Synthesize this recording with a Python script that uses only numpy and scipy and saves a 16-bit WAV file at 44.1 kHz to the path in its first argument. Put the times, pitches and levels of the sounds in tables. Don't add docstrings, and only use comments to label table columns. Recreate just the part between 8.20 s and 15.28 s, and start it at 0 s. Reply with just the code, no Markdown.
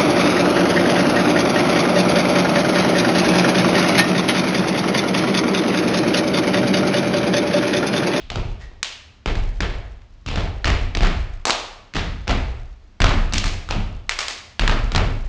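import sys
import numpy as np
from scipy import signal
from scipy.fft import rfft, irfft
from scipy.io import wavfile
from scipy.ndimage import uniform_filter1d

SR = 44100
rng = np.random.default_rng(int(sys.argv[2]) if len(sys.argv) > 2 else 0)


def file_out(sig):
    cols = np.atleast_2d(sig).T
    lim = np.clip(cols, -1, 1)
    pcm = np.round(lim * 32767).astype(np.int16)
    wavfile.write(sys.argv[1], SR, pcm)


def gain_from_decibels(decibels):
    exponent = np.asarray(decibels, float) / 20
    return 10 ** exponent


N = 312228
LEAD_S, RING_S = .3, 1.4

# frequency in Hz, relative level in dB per Hz.
AIR_SPECTRUM = [(15, -33), (25, -18.5), (72, -6), (130, -17.5), (147, -36), (184, -19), (286, -24),
                (375, -30.5), (7760, -46.5), (9000, -66.5), (11700, -100), (19800, -120)]
AIR_DB = -53
# frequency in Hz, rms in dB about which it flickers.
WHINE_TONE = (10000, -73.5)
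# start in seconds, level in dB, favoured stage frequency in Hz.
WEIGHT_LANDINGS = [(-.12, -30, 41.7), (.102, -29, 39.7), (0.157, -24.5, 62.2), (0.252, -35, 28),
                   (1.059, -20, 43.8), (1.153, -22, 39.3), (1.404, -22, 43), (1.537, -31, 30),
                   (2.059, -25.5, 49.3), (2.115, -23, 46.2), (2.166, -18.5, 44.5), (2.444, -19, 41.6),
                   (2.48, -16, 42.9), (2.602, -24.5, 31.8), (2.751, -17, 36.1), (2.807, -13.5, 38),
                   (2.86, -22, 46.4), (3.739, -29.5, 64), (3.755, -23.5, 69), (3.86, -25, 43),
                   (4.078, -20, 45.3), (4.109, -20, 50.7), (4.803, -12.5, 45.4), (4.843, -22.5, 30),
                   (4.93, -19.5, 60), (5.13, -25.5, 90.4), (5.24, -22.5, 44.8), (5.492, -25, 46.9),
                   (5.55, -20, 50), (6.394, -21.5, 43.2), (6.42, -18.5, 38.7), (6.48, -16, 38),
                   (6.63, -23, 28), (6.72, -22, 31.6), (6.75, -18, 60), (6.85, -20.5, 39)]
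# nominal frequency in Hz, 60 dB decay time in seconds,
# typical level in dB.
STAGE_MODES = [(28, 0.37, 5.5), (38, 0.35, -4), (50.4, 0.32, -4.5), (59.7, 0.26, -5), (78.8, 0.26, -3.5),
               (88.8, 0.16, -6), (102.8, 0.33, -7.5), (144.4, 0.14, -6), (170.8, 0.2, -10.5),
               (206.5, 0.16, -10.5), (259.3, 0.16, -13), (318.5, 0.089, -12)]
UPPER_DB, UPPER_DB_PER_OCT, STAGE_HZ = 2.5, 7, 43
# start in seconds, level in dB, centre in Hz,
# plank knock in dB, hall share in dB over the direct crack.
SOLE_STOMPS = [(-0.11, -15, 3220, -2, 0), (0.1016, -14, 2550, 4.5, 0.5), (0.157, -13.5, 2480, 15, 0),
               (0.515, -37.5, 1820, 41, -2), (1.059, -9.5, 1980, 7, 2), (1.1539, -19.5, 1670, 10.5, 1.5),
               (1.4051, -7.5, 1736, 6, 0.5), (1.5383, -25.5, 1785, 34, 1.5),
               (1.818, -43, 1577, -3.5, -22.5), (2.062, -19.5, 2600, -1, 7.5),
               (2.0862, -18, 2610, 4.5, 0.7), (2.114, -21, 2610, 10.5, 6.5), (2.158, -13.5, 1910, 4, 2.5),
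               (2.1801, -18, 2940, 18.5, 6.5), (2.2068, -21, 1905, 24.5, -6.5),
               (2.4441, -6.5, 1815, 0, 0.9), (2.455, -9, 2150, -1, 4.5), (2.4775, -10.5, 1840, 8, 2.5),
               (2.502, -9, 1310, 2.5, -4), (2.7499, -10, 1960, 5, -5), (2.7711, -10.5, 3010, 4.5, -3.5),
               (2.807, -13, 1900, 9, 7.5), (2.832, -9.5, 1480, -1.5, 4), (2.8697, -13, 2350, 2.5, -1.5),
               (3.7374, -20.5, 2110, -8, 7.5), (3.7487, -20.5, 3410, 7, 12.5),
               (3.755, -12.5, 1800, 8.5, -6), (3.7665, -11.5, 1710, -7, 3.5), (4.0721, -23, 1200, 25.5, 7),
               (4.0782, -11, 1980, 7.5, 7.5), (4.1089, -9.5, 1280, 6.5, -1), (4.803, -7, 1720, 2, 3.7),
               (4.818, -5, 2800, -1.2, -11), (4.8423, -1, 1436, -6, -1.3), (4.8661, -11, 2040, 10, 0.5),
               (4.8922, -10, 1200, -3.5, 4.5), (5.4888, -18, 1306, -4.5, 6), (5.5086, -9.5, 2644, 9, -0.4),
               (5.5215, -20.5, 2570, 8.5, 2.5), (6.3944, -5, 2020, -3.5, -1), (6.4192, -15, 1270, 5.5, 3.5),
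               (6.477, -3, 1410, -16.5, -3), (6.496, -10.5, 1380, 10, 5.5), (6.7189, -14.5, 2040, 3, -0.5),
               (6.749, -5.5, 1400, 2, -3), (6.76, -3.5, 2202, -8.3, -5.5), (6.7789, -7, 1390, 14.5, -0.5)]
SOLE_EDGE_DB, SOLE_RING_DB, SOLE_WIDTH_OCT = -5, 3, 2.93
# centre in Hz, width in octaves, typical level in dB.
PLANK_BANDS = [(380, 0.93, 1.5), (708, 0.75, -1.5), (1280, 0.26, -6.5)]
# delay in seconds, level in dB over the tail, smear in seconds.
HALL_ECHOES = [(0.01, -4, 0.00079), (0.016, 3, 0.0031), (0.026, 0.5, 0.0021), (0.038, -9.5, 0.0067),
               (0.094, -12, 0.0056)]
# octave-band centre in Hz, relative level in dB per Hz,
# 60 dB decay time in seconds, build-up time in seconds.
HALL_BANDS = [(30, -12, 1.1, 0.21), (60, -9, 0.96, .05), (102.8, -11.5, 0.83, 0.032),
              (268.8, -6, 0.53, 0.013), (508.4, -7, 0.75, 0.019), (925, -9, 0.72, 0.0067),
              (2180, -11, 0.69, 0.02), (3670, -12.5, 0.62, 0.0089), (7630, -16.5, 0.56, 0.0072)]
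# start in seconds, length in seconds,
# level in dB before the fade, centre in Hz.
SOLE_SCUFFS = [(.392, 0.098, -42.5, 1890), (0.457, 0.11, -58, 1820)]
# start in seconds, level in dB, centre in Hz, low knock in dB, bright edge in dB,
# hall share in dB over the direct crack.
HAND_CLAPS = [(0.6293, 0.2, 3230, -26, 11, -2.5), (3.2533, 3, 1126, -15.5, 7.5, 3),
              (3.27, -15, 884, 1, -3, 4), (3.2837, -11.5, 823, -0.5, 2, -0.5),
              (3.2965, -1.5, 990, -1, 0, -13), (3.3051, 3.2, 3760, -23, 9, -2.5),
              (5.1241, -13.5, 3620, 10.5, 6.5, 4), (5.1353, -1.5, 3000, -9.5, 20.5, -4.3),
              (5.1414, -8, 2650, -27, 6.2, 6.5), (5.1539, -16, 2760, -11, 15, 2),
              (5.181, -0.5, 3600, -3.5, 21, -3), (5.241, -5.5, 2190, 1.5, 11, 5.5),
              (5.8936, -0.1, 2280, -24.5, 7.5, -1), (5.989, -0.5, 2170, -21, 11, 3),
              (6.0826, -5, 2100, 1, 19.5, 4)]
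HAND_RING_DB, WIDEST_OCT, NARROWEST_OCT, CLEAN_DB, DB_PER_OCT = -1, 2.24, 1.2, -15.5, 18.5
# frequency in Hz, gain in dB.
CAPSULE_DROOP = [(4000, 0), (6500, -3.5), (9000, -9)]
# frequency in Hz, gain in dB.
MIC_RESPONSE = [(15, -19), (25, 1.5), (5000, 3.5), (7000, 1), (8200, -7.5), (9300, -14), (10200, -39.5),
                (11000, -78.5)]
# frequency in Hz, gain in dB.
MIRROR_GAIN = [(10000, -71.5), (11500, -15), (13000, -15), (16000, -53), (17000, -67.5)]


def colour(x, points):
    size = 8192
    hz, db = np.transpose(points)
    f = np.maximum(np.arange(size // 2 + 1) * SR / size, 1)
    log_gain = np.interp(np.log(f), np.log(hz), db) * np.log(10) / 20
    cepstrum = irfft(log_gain)
    cepstrum[1:size // 2] *= 2
    cepstrum[size // 2 + 1:] = 0
    impulse = irfft(np.exp(rfft(cepstrum)))
    return signal.fftconvolve(x, impulse)[:len(x)]


def band(x, hz, width_oct, order=2):
    edges = hz * 2. 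** (np.array([-.5, .5]) * width_oct)
    edges = np.clip(edges, 10, [.4 * SR, .45 * SR])
    return signal.sosfilt(signal.butter(order, edges, "band", fs=SR, output="sos"), x)


def air():
    noise = colour(rng.standard_normal(N), AIR_SPECTRUM)
    whine_hz, whine_db = WHINE_TONE
    steps = np.repeat(rng.standard_normal(N // 1024 + 1), 1024)[:N]
    flicker_db = 3.0 * uniform_filter1d(steps, size=1024)
    sine = np.sqrt(2) * np.sin(2 * np.pi * whine_hz * np.arange(N) / SR)
    return gain_from_decibels(AIR_DB) * noise / np.std(noise) + gain_from_decibels(whine_db + flicker_db) * sine


def under(hz, near_hz, boost_db=5.0, width_oct=0.36):
    return boost_db * np.exp(-(np.log2(hz / near_hz) / width_oct) ** 2)


def boom(near_hz):
    t = np.arange(int(.6 * SR)) / SR
    upper_db = UPPER_DB + UPPER_DB_PER_OCT * np.log2(near_hz / STAGE_HZ)
    rise = 1 - np.exp(-t / 0.011)
    total = np.zeros(len(t))
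    for hz, t60, db in STAGE_MODES:
        share, detune, phase = rng.standard_normal(3)
        mode_db = db + 1.8 * share + under(hz, near_hz) + upper_db * (hz > 100)
        tone = np.sin(2 * np.pi * hz * (1 + .05 * detune) * t + 2 * phase)
        total += gain_from_decibels(mode_db) * rise * 1000 ** (-t / t60) * tone
    return total


def crack(hz, width, low_db, edge_db, ring_db):
    t = np.arange(int(.04 * SR)) / SR
    fade = np.exp(-t / 0.0013) + 0.39 * np.exp(-t / 0.0057)
    noise = rng.standard_normal(len(t)) * np.minimum(t / 0.00046, 1) * fade
    pulse = 1.32 * np.exp(-((t - .0003) / .00006) ** 2)
    planks = gain_from_decibels(2.5 * rng.standard_normal(len(PLANK_BANDS)))

    def tone(v):
        knock = sum(g * gain_from_decibels(db) * band(v, f, w, order=1) for (f, w, db), g in zip(PLANK_BANDS, planks))
        body = band(v, hz, width, order=1) + gain_from_decibels(ring_db) * band(v, hz, .5, order=1)
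        edge = band(v, 9100, 1.29, order=1)
        shaped = body + gain_from_decibels(edge_db) * edge + gain_from_decibels(low_db) * knock
        return 3.87 * shaped / np.linalg.norm(shaped)
    ragged = tone(noise - pulse)
    smooth = tone(t == 0) + 0.066 * ragged
    return ragged, smooth


def stomp(hz, knock_db):
    return crack(hz, SOLE_WIDTH_OCT, knock_db, SOLE_EDGE_DB, SOLE_RING_DB)


def hall():
    t = np.arange(int(RING_S * SR)) / SR
    scatter, shapes = [], []
    early = sum(gain_from_decibels(db) * (t > delay) * np.exp(-np.maximum(t - delay, 0) / smear)
                for delay, db, smear in HALL_ECHOES)
    for hz, db, t60, build in HALL_BANDS:
        noise = band(rng.standard_normal(2 * len(t)), hz, 1.0)
        scatter.append(noise / np.std(noise))
        swell = (1 - np.exp(-np.maximum(t - .004, 0) / build)) * 1000 ** (-t / t60)
        shapes.append(gain_from_decibels(db) * np.sqrt(hz / SR / 100) * (swell + early * (hz > 400)))
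    scatter, shapes = np.array(scatter), np.array(shapes)

    def response():
        start = rng.integers(len(t))
        return np.sum(scatter[:, start:start + len(t)] * shapes, axis=0)
    return response


def scuff(length, db, hz):
    n = int(length * SR)
    grain_db = 3. * np.repeat(rng.standard_normal(n // 128 + 1), 128)[:n]
    grit = rng.standard_normal(n) * gain_from_decibels(grain_db)
    rub = band(grit, hz, 0.15, order=1) + gain_from_decibels(-13.5) * band(grit, 4000, 7.0, order=1)
    u = np.arange(n) / n
    return gain_from_decibels(db) * rub / np.std(rub) * np.minimum(u / .25, 1) * (1 - u)


def clap(hz, knock_db, edge_db):
    width = np.clip(WIDEST_OCT + (knock_db - CLEAN_DB) / DB_PER_OCT, NARROWEST_OCT, WIDEST_OCT)
    return crack(hz, width, knock_db, edge_db, HAND_RING_DB)


def add(out, s, sound):
    i = int((s + LEAD_S) * SR)
    out[i:i + len(sound)] += sound[:len(out) - i]


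def blow(out, s, direct, spread, response):
    add(out, s, direct)
    add(out, s, signal.fftconvolve(spread, response()))


def scene():
    out = np.zeros(N + int(LEAD_S * SR))
    response = hall()
    for s, db, hz in WEIGHT_LANDINGS:
        weight = gain_from_decibels(db) * boom(hz)
        blow(out, s, weight, weight, response)
    for s, db, hz, knock_db, tail_db in SOLE_STOMPS:
        ragged, smooth = stomp(hz, knock_db)
        blow(out, s, gain_from_decibels(db) * ragged, gain_from_decibels(db + tail_db) * smooth, response)
    for s, length, db, hz in SOLE_SCUFFS:
        rub = scuff(length, db, hz)
        blow(out, s, rub, gain_from_decibels(-3.5) * rub, response)
    for s, db, hz, knock_db, edge_db, tail_db in HAND_CLAPS:
        ragged, smooth = clap(hz, knock_db, edge_db)
        blow(out, s, gain_from_decibels(db) * ragged, gain_from_decibels(db + tail_db) * smooth, response)
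    return (out[-N:] + air())[None]


def band_limit(x):
    return signal.sosfilt(signal.butter(12, 16300, fs=SR, output="sos"), x)


def record(dry):
    ceiling, mu, steps = .84, 255, 56
    x = ceiling * np.tanh(colour(dry[0], CAPSULE_DROOP) / ceiling)
    log_size = np.log1p(mu * np.abs(x)) / np.log1p(mu)
    coarse = np.round(steps * log_size) / steps
    x = np.sign(x) * np.expm1(coarse * np.log1p(mu)) / mu
    x = colour(x, MIC_RESPONSE)
    mirror = x * (-1.) ** np.arange(N)
    x = x + colour(mirror, MIRROR_GAIN)
    return band_limit(x[None])


dry = scene()
out = record(dry)
file_out(out)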